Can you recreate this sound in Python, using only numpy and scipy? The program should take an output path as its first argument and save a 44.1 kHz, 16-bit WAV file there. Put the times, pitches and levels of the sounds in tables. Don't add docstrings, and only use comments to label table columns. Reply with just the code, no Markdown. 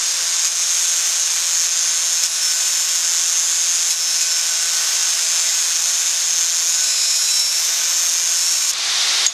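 import sys
import numpy as np
from scipy import signal
from scipy.fft import rfft, irfft, next_fast_len
from scipy.io import wavfile
from scipy.ndimage import uniform_filter1d, map_coordinates

SR = 44100
rng = np.random.default_rng(int(sys.argv[2]) if len(sys.argv) > 2 else 0)


def transcribe(u):
    v = np.clip(np.atleast_2d(u).T, -1, 1)
    q = np.round(v * 32767).astype(np.int16)
    wavfile.write(sys.argv[1], SR, q)


N = 411453

LIFT_OFF_S = 8.718
RING_DB, RING_PER_BITE_DB = -18.6, .7
# start_s, level_db, length_s, dip_db
SCREECHES = [(.446, -13, .003, 0), (.451, -20, .025, 3.7), (1.64, -23.5, .025, 1.5), (2.234, -15, .008, 0),
             (2.242, -27, .022, 4), (3.903, -17.5, .03, 3.5), (4.209, -20, .035, .5), (6.835, -21, .03, .5),
             (7.285, -22.5, .05, 0), (7.39, -27, .035, 2.5), (8.732, -19, .006, 0), (8.779, -24, .012, 0)]
# start_s, level_db
CLINKS = [(9.2645, -5), (9.2805, -17), (9.311, -24)]
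# frequency_hz, power_share
ALL_ROUND = [(3500, 0.76), (5600, 0.32), (6200, 0.026), (7300, 0.022), (8200, 0.65), (13000, 0.54)]


def amp(db):
    return 10 ** (np.asarray(db) / 20)


def unit(x):
    return x / np.sqrt(np.mean(x ** 2) + 1e-20)


def along(points, hz):
    frequencies, values = np.transpose(points)
    return np.interp(np.log(hz + 1), np.log(frequencies + 1), values)


def curve(points, t):
    return np.interp(t, *np.transpose(points))


def envelope(age, held_s, attack_s, release_s):
    return np.clip(age / attack_s, 0, 1) * np.exp(-np.maximum(age - held_s, 0) / release_s)


def wobble(rate):
    knots = rng.standard_normal(int(N * rate / SR) + 4)
    smooth = signal.resample(knots, len(knots) * 10)
    return np.interp(np.arange(N), np.linspace(0, N, len(smooth)), smooth)


def filtered(x, response):
    size = next_fast_len(N + SR // 4)
    return irfft(rfft(x, size) * response(np.fft.rfftfreq(size, 1 / SR)), size)[..., :N]


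def noise(spectrum, gate=1):
    return unit(filtered(gate * rng.standard_normal(N), lambda hz: amp(along(spectrum, hz))))


def touching(t):
    return np.clip((LIFT_OFF_S - t) / .012 + .5, 0, 1)


def wheel_speed(t, spin_up_hz_per_s=9):
    # time_s, rotation_hz
    loaded_speed = [(0.0, 172.1), (0.56, 171.0), (0.92, 170.9), (1.45, 170.0), (1.74, 169.0), (2.18, 168.4),
                    (2.3, 167.0), (3.46, 169.3), (3.88, 169.1), (3.95, 167.7), (4.21, 168.0), (4.26, 167.4),
                    (6.23, 168.9), (6.64, 168.3), (7.25, 166.2), (7.41, 164.2), (7.88, 168.1),
                    (8.31, 169.3), (8.63, 169.0), (8.7, 168.4)]
    return curve(loaded_speed, t) + spin_up_hz_per_s * np.maximum(t - LIFT_OFF_S, 0)


def bite_depth(t, resting=.14, attack_s=.05, release_s=.15):
    # start_s, held_s, bite
    pushes = [(2.21, .16, .76), (3.88, .3, .62), (4.4, .85, .33), (6.81, .7, .97), (8.33, .38, .58)]
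    extra = [(depth - resting) * envelope(t - start, held, attack_s, release_s)
             for start, held, depth in pushes]
    return np.clip(resting + np.max(extra, axis=0), 0, 1)


def contact(turns, bite, slap_db=11, sharpness=2.4):
    high_spot = np.exp(sharpness * (np.cos(2 * np.pi * turns) - 1))
    return amp(slap_db * (1 - 0.8 * np.clip(bite, 0, 1)) * high_spot)


def resonance_db(hz, width_hz=85):
    # centre_hz, lift_db
    peaks = [(2365, 5.5), (2530, 3.5), (3560, 6.8), (3880, 3.5), (4390, 7), (4890, 4), (5050, 7.5),
             (5560, 3.5), (6240, 5.5), (6490, 3.5), (7090, 4.5), (7400, 6.8), (8200, 7.5), (8420, 3.5),
             (8600, 3.5), (8790, 3), (8940, 8.5), (10150, 4), (10440, 6.5), (10950, 6), (11970, 3.5),
             (12480, 4.5)]
    grid = np.linspace(0, SR / 2, 2 ** 12)
    return np.interp(hz, grid, sum(db * np.exp(-((grid - centre) / width_hz) ** 2) for centre, db in peaks))


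def draught(t, level_db=-58.8, duck_db=5.2):
    # frequency_hz, relative_db
    rumble = [(20, -2), (45, 1.5), (120, -.5), (260, -1.5), (600, -9), (1500, -26), (4000, -46)]
    gain = amp(level_db - duck_db * touching(t) + 1.5 * wobble(8.5))
    return gain * np.array([noise(rumble), noise(rumble)])


def gear_hum(turns, waver_db=1.5):
    orders = [1, 2, 36 / 11, 4, 5, 6, 72 / 11, 14, 15]
    levels = [-68, -67, -59.5, -52.3, -60.5, -59, -53.5, -53.5, -51]
    return sum(amp(db + waver_db * wobble(9)) * np.sqrt(2)
               * np.sin(2 * np.pi * order * turns + rng.uniform(0, 2 * np.pi))
               for order, db in zip(orders, levels))


def fan_air(t, turns, level_db=-16.3, rise_db=9.5, rise_s=.135, duck_db=13.5, vent_hz=3650, vent_db=3.3):
    # frequency_hz, relative_db
    colour = [(59, -69), (100, -47), (462, -20), (630, -20), (728, -14.5), (993, -14), (1100, -10),
              (1700, -10.5), (2000, -7.5), (2620, -8.5), (3810, -3.5), (6250, -3.5), (7220, -9.5),
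              (11900, -26.5), (14000, -36)]
    gusts = contact(turns, 0, slap_db=1.0) * rng.standard_normal(N)
    vents = lambda hz: amp(along(colour, hz) + vent_db / (1 + ((hz - vent_hz) / 250) ** 2))
    rush = unit(filtered(gusts, vents))
    held_down = np.exp(-np.maximum(t - LIFT_OFF_S, 0) / rise_s)
    ducked = np.clip((t - CLINKS[0][0]) / .013, 0, 1)
    return (1 - touching(t)) * amp(level_db - rise_db * held_down - duck_db * ducked) * rush


def clinks(crack_db=-11, crack_t60_s=.034, attack_s=.00037):
    # pitch_hz, relative_db, t60_s
    modes = [(3526, -18, .07), (4870, -18, .06), (5222, -23, .1), (6500, -12, .06), (6650, 3.5, 0.037),
             (6680, -13.5, .22), (7500, -8, .04)]
    out, t = np.zeros(N + SR), np.arange(SR // 4) / SR
    for start, db in CLINKS:
        ring = sum(amp(level + rng.normal(0, 1) - 60 * t / t60) * np.sin(2 * np.pi * (hz * t + rng.random()))
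                   for hz, level, t60 in modes)
        crack = amp(crack_db - 60 * t / crack_t60_s) * rng.standard_normal(len(t))
        out[round(start * SR):][:len(t)] += amp(db) * (ring + crack) * (1 - np.exp(-t / attack_s))
    return signal.sosfilt(signal.butter(2, [1500, 10000], "band", fs=SR, output="sos"), out[:N])


def screeches(t, turns):
    # centre_hz, width_hz, relative_db
    modes = [(2530, 150, -6), (4150, 320, -9), (5300, 250, -3), (6350, 300, -3), (7000, 350, 0),
             (8250, 350, -9), (10300, 700, -15.5), (12300, 600, -23)]
    bursts = sum(amp(db) * np.clip((t - start) / .001, 0, 1)
                 * np.exp(-(np.maximum(t - start, 0) / length) ** 2) for start, db, length, _ in SCREECHES)
    body = lambda hz: sum((-1) ** k * amp(db) * 1j * hz * width / (centre ** 2 - hz ** 2 + 1j * hz * width)
                          for k, (centre, width, db) in enumerate(modes))
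    return bursts * unit(filtered(contact(turns, .8) * rng.standard_normal(N), body))


def dips_db(t, attack_s=.016, recovery_s=.1):
    total_db = 0
    for start, _, length, dip in SCREECHES:
        age = t - start - length
        total_db -= dip * np.clip(age / attack_s, 0, 1) * np.exp(-(age / recovery_s) ** 2)
    return total_db


def scrape(t, turns, trim_db=-5.0, grain_db=1.0, ringing=0.4, scatter_db=-5.5):
    # frequency_hz, relative_db
    spectrum = [(400, -50), (2470, -23), (3500, -5), (4400, -11), (4960, -9), (5400, 1), (7130, 1.5),
                (7730, -7), (8200, -1.5), (8600, -13), (8950, -10.5), (9450, -19), (10300, -13),
                (11500, -21), (12600, -17.5), (13800, -36)]
    bite = bite_depth(t)
    force = contact(turns, bite, slap_db=9, sharpness=2.2)
    force *= amp(grain_db * wobble(900)) / np.sqrt(uniform_filter1d(force ** 2, size=1024))
    colour = lambda hz: amp(along(spectrum, hz) + ringing * resonance_db(hz))
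    slap = filtered(force * rng.standard_normal(N),
                    lambda hz: colour(hz) * np.sqrt(1 - along(ALL_ROUND, hz)))
    hiss = filtered(rng.standard_normal(N), lambda hz: colour(hz) * np.sqrt(along(ALL_ROUND, hz)))
    scattered = filtered(rng.standard_normal(N),
                         lambda hz: colour(hz) * amp(scatter_db) / (1 + (8050 / (hz + 1)) ** 12))
    gain = amp(RING_DB + trim_db + (RING_PER_BITE_DB - 3.5) * bite)
    return gain * unit(slap + hiss + np.array([scattered, -scattered]))


def rasp(t, turns, trim_db=-.5):
    # frequency_hz, relative_db
    colour = [(71, -71), (120, -41.5), (162, -37), (286, -28.7), (537, -18), (619, -21.5), (669, -19),
              (759, -16.7), (1430, -10), (1500, -9.5), (2180, -9.5), (4660, -6), (5200, -4), (6760, -39),
              (11400, -120)]
    # time_s, level_db
    swells = [(0, -26.7), (4.3, -27.9), (4.95, -24.9), (5.6, -27), (7.3, -28.8), (7.75, -26.3), (8.5, -28)]
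    return amp(curve(swells, t) + trim_db) * noise(colour, contact(turns, bite_depth(t), slap_db=0.5))


def rim_harmonics(t, contact_force, wear_rate, evenness, count, size=256):
    patterns = rng.standard_normal((size, size))
    wear = np.clip(t * wear_rate, 0, size - 2)
    index, fade = wear.astype(int), (wear % 1)[:, None] * np.pi / 2
    grit = patterns[index] * np.cos(fade) + patterns[index + 1] * np.sin(fade)
    harmonics = rfft(grit * contact_force(np.arange(size) / size))[:, :count]
    harmonics /= np.sqrt(np.mean(abs(harmonics) ** 2, axis=1, keepdims=True))
    harmonics /= (abs(harmonics) ** 2 + .05) ** (evenness / 2)
    return harmonics / np.sqrt(np.mean(abs(harmonics) ** 2))


def whine(turns, comb_db=-4, bite_db=2.0, flutter_db=1.55, frame_hz=100, count=82, size=2048):
    # frequency_hz, relative_db
    skim = [(600, -60), (1760, -26), (2400, -19), (3000, -16), (4690, -14.5), (5350, -8), (5920, -2),
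            (6460, -1), (7200, -1.5), (7800, -11), (8300, -12.5), (9080, -16.5), (9600, -27),
            (10400, -14.5), (11400, -23), (12500, -17), (13500, -27)]
    # frequency_hz, relative_db
    cut = [(1180, -65), (2000, -25), (2520, -9), (2710, -15.5), (3310, -19), (3940, -6), (4630, -16),
           (4930, -7.5), (5390, 3), (5980, -4.5), (6320, -2.5), (6900, -1.5), (9650, -14.5), (10300, -15.5),
           (13500, -23)]
    chatter_orders = [15, 23, 24, 26, 30, 31, 33, 39, 44, 48, 49, 61, 64]
    chatter_db = [-42, -40, -34, -38, -28.5, -33, -30, -32, -32, -37, -36, -42, -42]
    # speed_multiple, mode_hz, half_width_hz, off_mode_db, on_mode_lift_db, full_bite_change_db
    singing = [(9, 1508, 5.5, -46.7, 7.3, -3), (32, 5370, 25, -36, 4, 0), (38, 6450, 110, -29.2, 5, -5),
               (41, 6915, 45, -36, 7.5, 0)]
    # start_s, held_s, speed_multiple, level_db
    squeals = [(.58, .09, 32, -28), (2.26, .22, 61, -37), (2.39, .09, 32, -23), (3.98, .2, 32, -25.5),
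               (3.98, .45, 30, -32), (4.27, .17, 32, -23.5), (6.6, .68, 41, -25.5), (6.85, .37, 32, -26),
               (7.22, .2, 24, -30.5), (7.28, .27, 33, -24), (7.55, .1, 32, -28.5), (7.85, .1, 32, -28.5),
               (8.33, .16, 32, -26), (8.33, .39, 26, -35), (8.42, .3, 33, -27)]
    t = np.arange(int(N / SR * frame_hz) + 2) / frame_hz
    bite = bite_depth(t)[:, None]
    hz = wheel_speed(t)[:, None] * np.arange(count)
    slap_force = lambda angle: contact(angle, bite, slap_db=13, sharpness=1.8)
    slap = rim_harmonics(t, slap_force, wear_rate=3.0, evenness=0.66, count=count)
    fine = rim_harmonics(t, np.ones_like, wear_rate=4.5, evenness=0.73, count=count)
    fine_share = along(ALL_ROUND, hz)
    drive = np.sqrt(1 - fine_share) * slap + np.sqrt(fine_share) * fine

    level = (1 - bite) * amp(along(skim, hz)) + bite * amp(along(cut, hz))
    level *= amp(resonance_db(hz) * (1 - 0.93 * bite))
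    level /= np.linalg.norm(level, axis=1, keepdims=True)
    level *= amp(RING_DB + comb_db + (RING_PER_BITE_DB + bite_db) * bite)
    level[:, chatter_orders] = np.maximum(level[:, chatter_orders], bite ** 4 * amp(chatter_db))
    for order, mode_hz, width_hz, db, lift_db, pressed_db in singing:
        detuning = (hz[:, round(order)] - mode_hz) / width_hz
        level[:, round(order)] = amp(db + lift_db / (1 + detuning ** 2) + pressed_db * bite[:, 0])
    for start, held, order, db in squeals:
        squeal = amp(db) * envelope(t - start, held, attack_s=.03, release_s=.04)
        level[:, round(order)] = np.maximum(level[:, round(order)], squeal)
    resonating = [round(row[0]) for row in singing] + chatter_orders
    drive[:, resonating] /= np.sqrt(abs(drive[:, resonating]) ** 2 + 0.027)
    level *= amp(flutter_db * unit(uniform_filter1d(rng.standard_normal(drive.shape), size=5, axis=0)))
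    one_turn = irfft(drive * level, size) * size / np.sqrt(2)
    frame, angle = np.arange(N) * frame_hz / SR, turns % 1 * size
    return map_coordinates(one_turn, [frame, angle], order=1, mode="grid-wrap")


def grinding(t, turns, judder_db=0.95, treble_hz=11400):
    # time_s, gain_db
    shelf = [(0, -4), (1.6, 0), (7.1, 0), (7.7, 2.5), (8.7, 1.5)]
    judder = amp(judder_db * wobble(150))
    sound = judder * whine(turns) + np.sqrt(judder) * (scrape(t, turns) + rasp(t, turns))
    sound *= touching(t) * amp(dips_db(t))
    treble = filtered(sound, lambda hz: 1 - 1 / (1 + (hz / treble_hz) ** 20))
    return sound + (amp(curve(shelf, t)) - 1) * treble


def microphone_ports(sound):
    # frequency_hz, lift_db
    lift = [(8500, 0), (10200, 2.5), (11200, 1.6), (12500, 6.5)]
    # frequency_hz, left_minus_right_db
    balance = [(200, 0), (700, .8), (1200, 0), (7000, 0), (9000, -2.7), (13000, -4)]
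    # frequency_hz, left_lead_rad
    phase = [(7000, 0), (8100, 0.4), (8440, 0.15), (9200, 1.38), (10200, 1.36), (11000, 0.98), (12800, 2.5)]
    side = np.array([[.5], [-.5]])
    gain = lambda hz: amp(along(lift, hz) + side * along(balance, hz))
    return filtered(sound, lambda hz: gain(hz) * np.exp(1j * side * along(phase, hz)))


def scene():
    t = np.arange(N) / SR
    turns = np.cumsum(wheel_speed(t) * (1 + .0003 * wobble(30))) / SR
    grinder = grinding(t, turns) + screeches(t, turns) + gear_hum(turns) + fan_air(t, turns)
    return microphone_ports(grinder + clinks()) + draught(t)


def record(dry, top_hz=13800):
    return filtered(dry, lambda hz: 1 / np.sqrt(1 + (hz / top_hz) ** 120))


dry = scene()
out = record(dry)
transcribe(out)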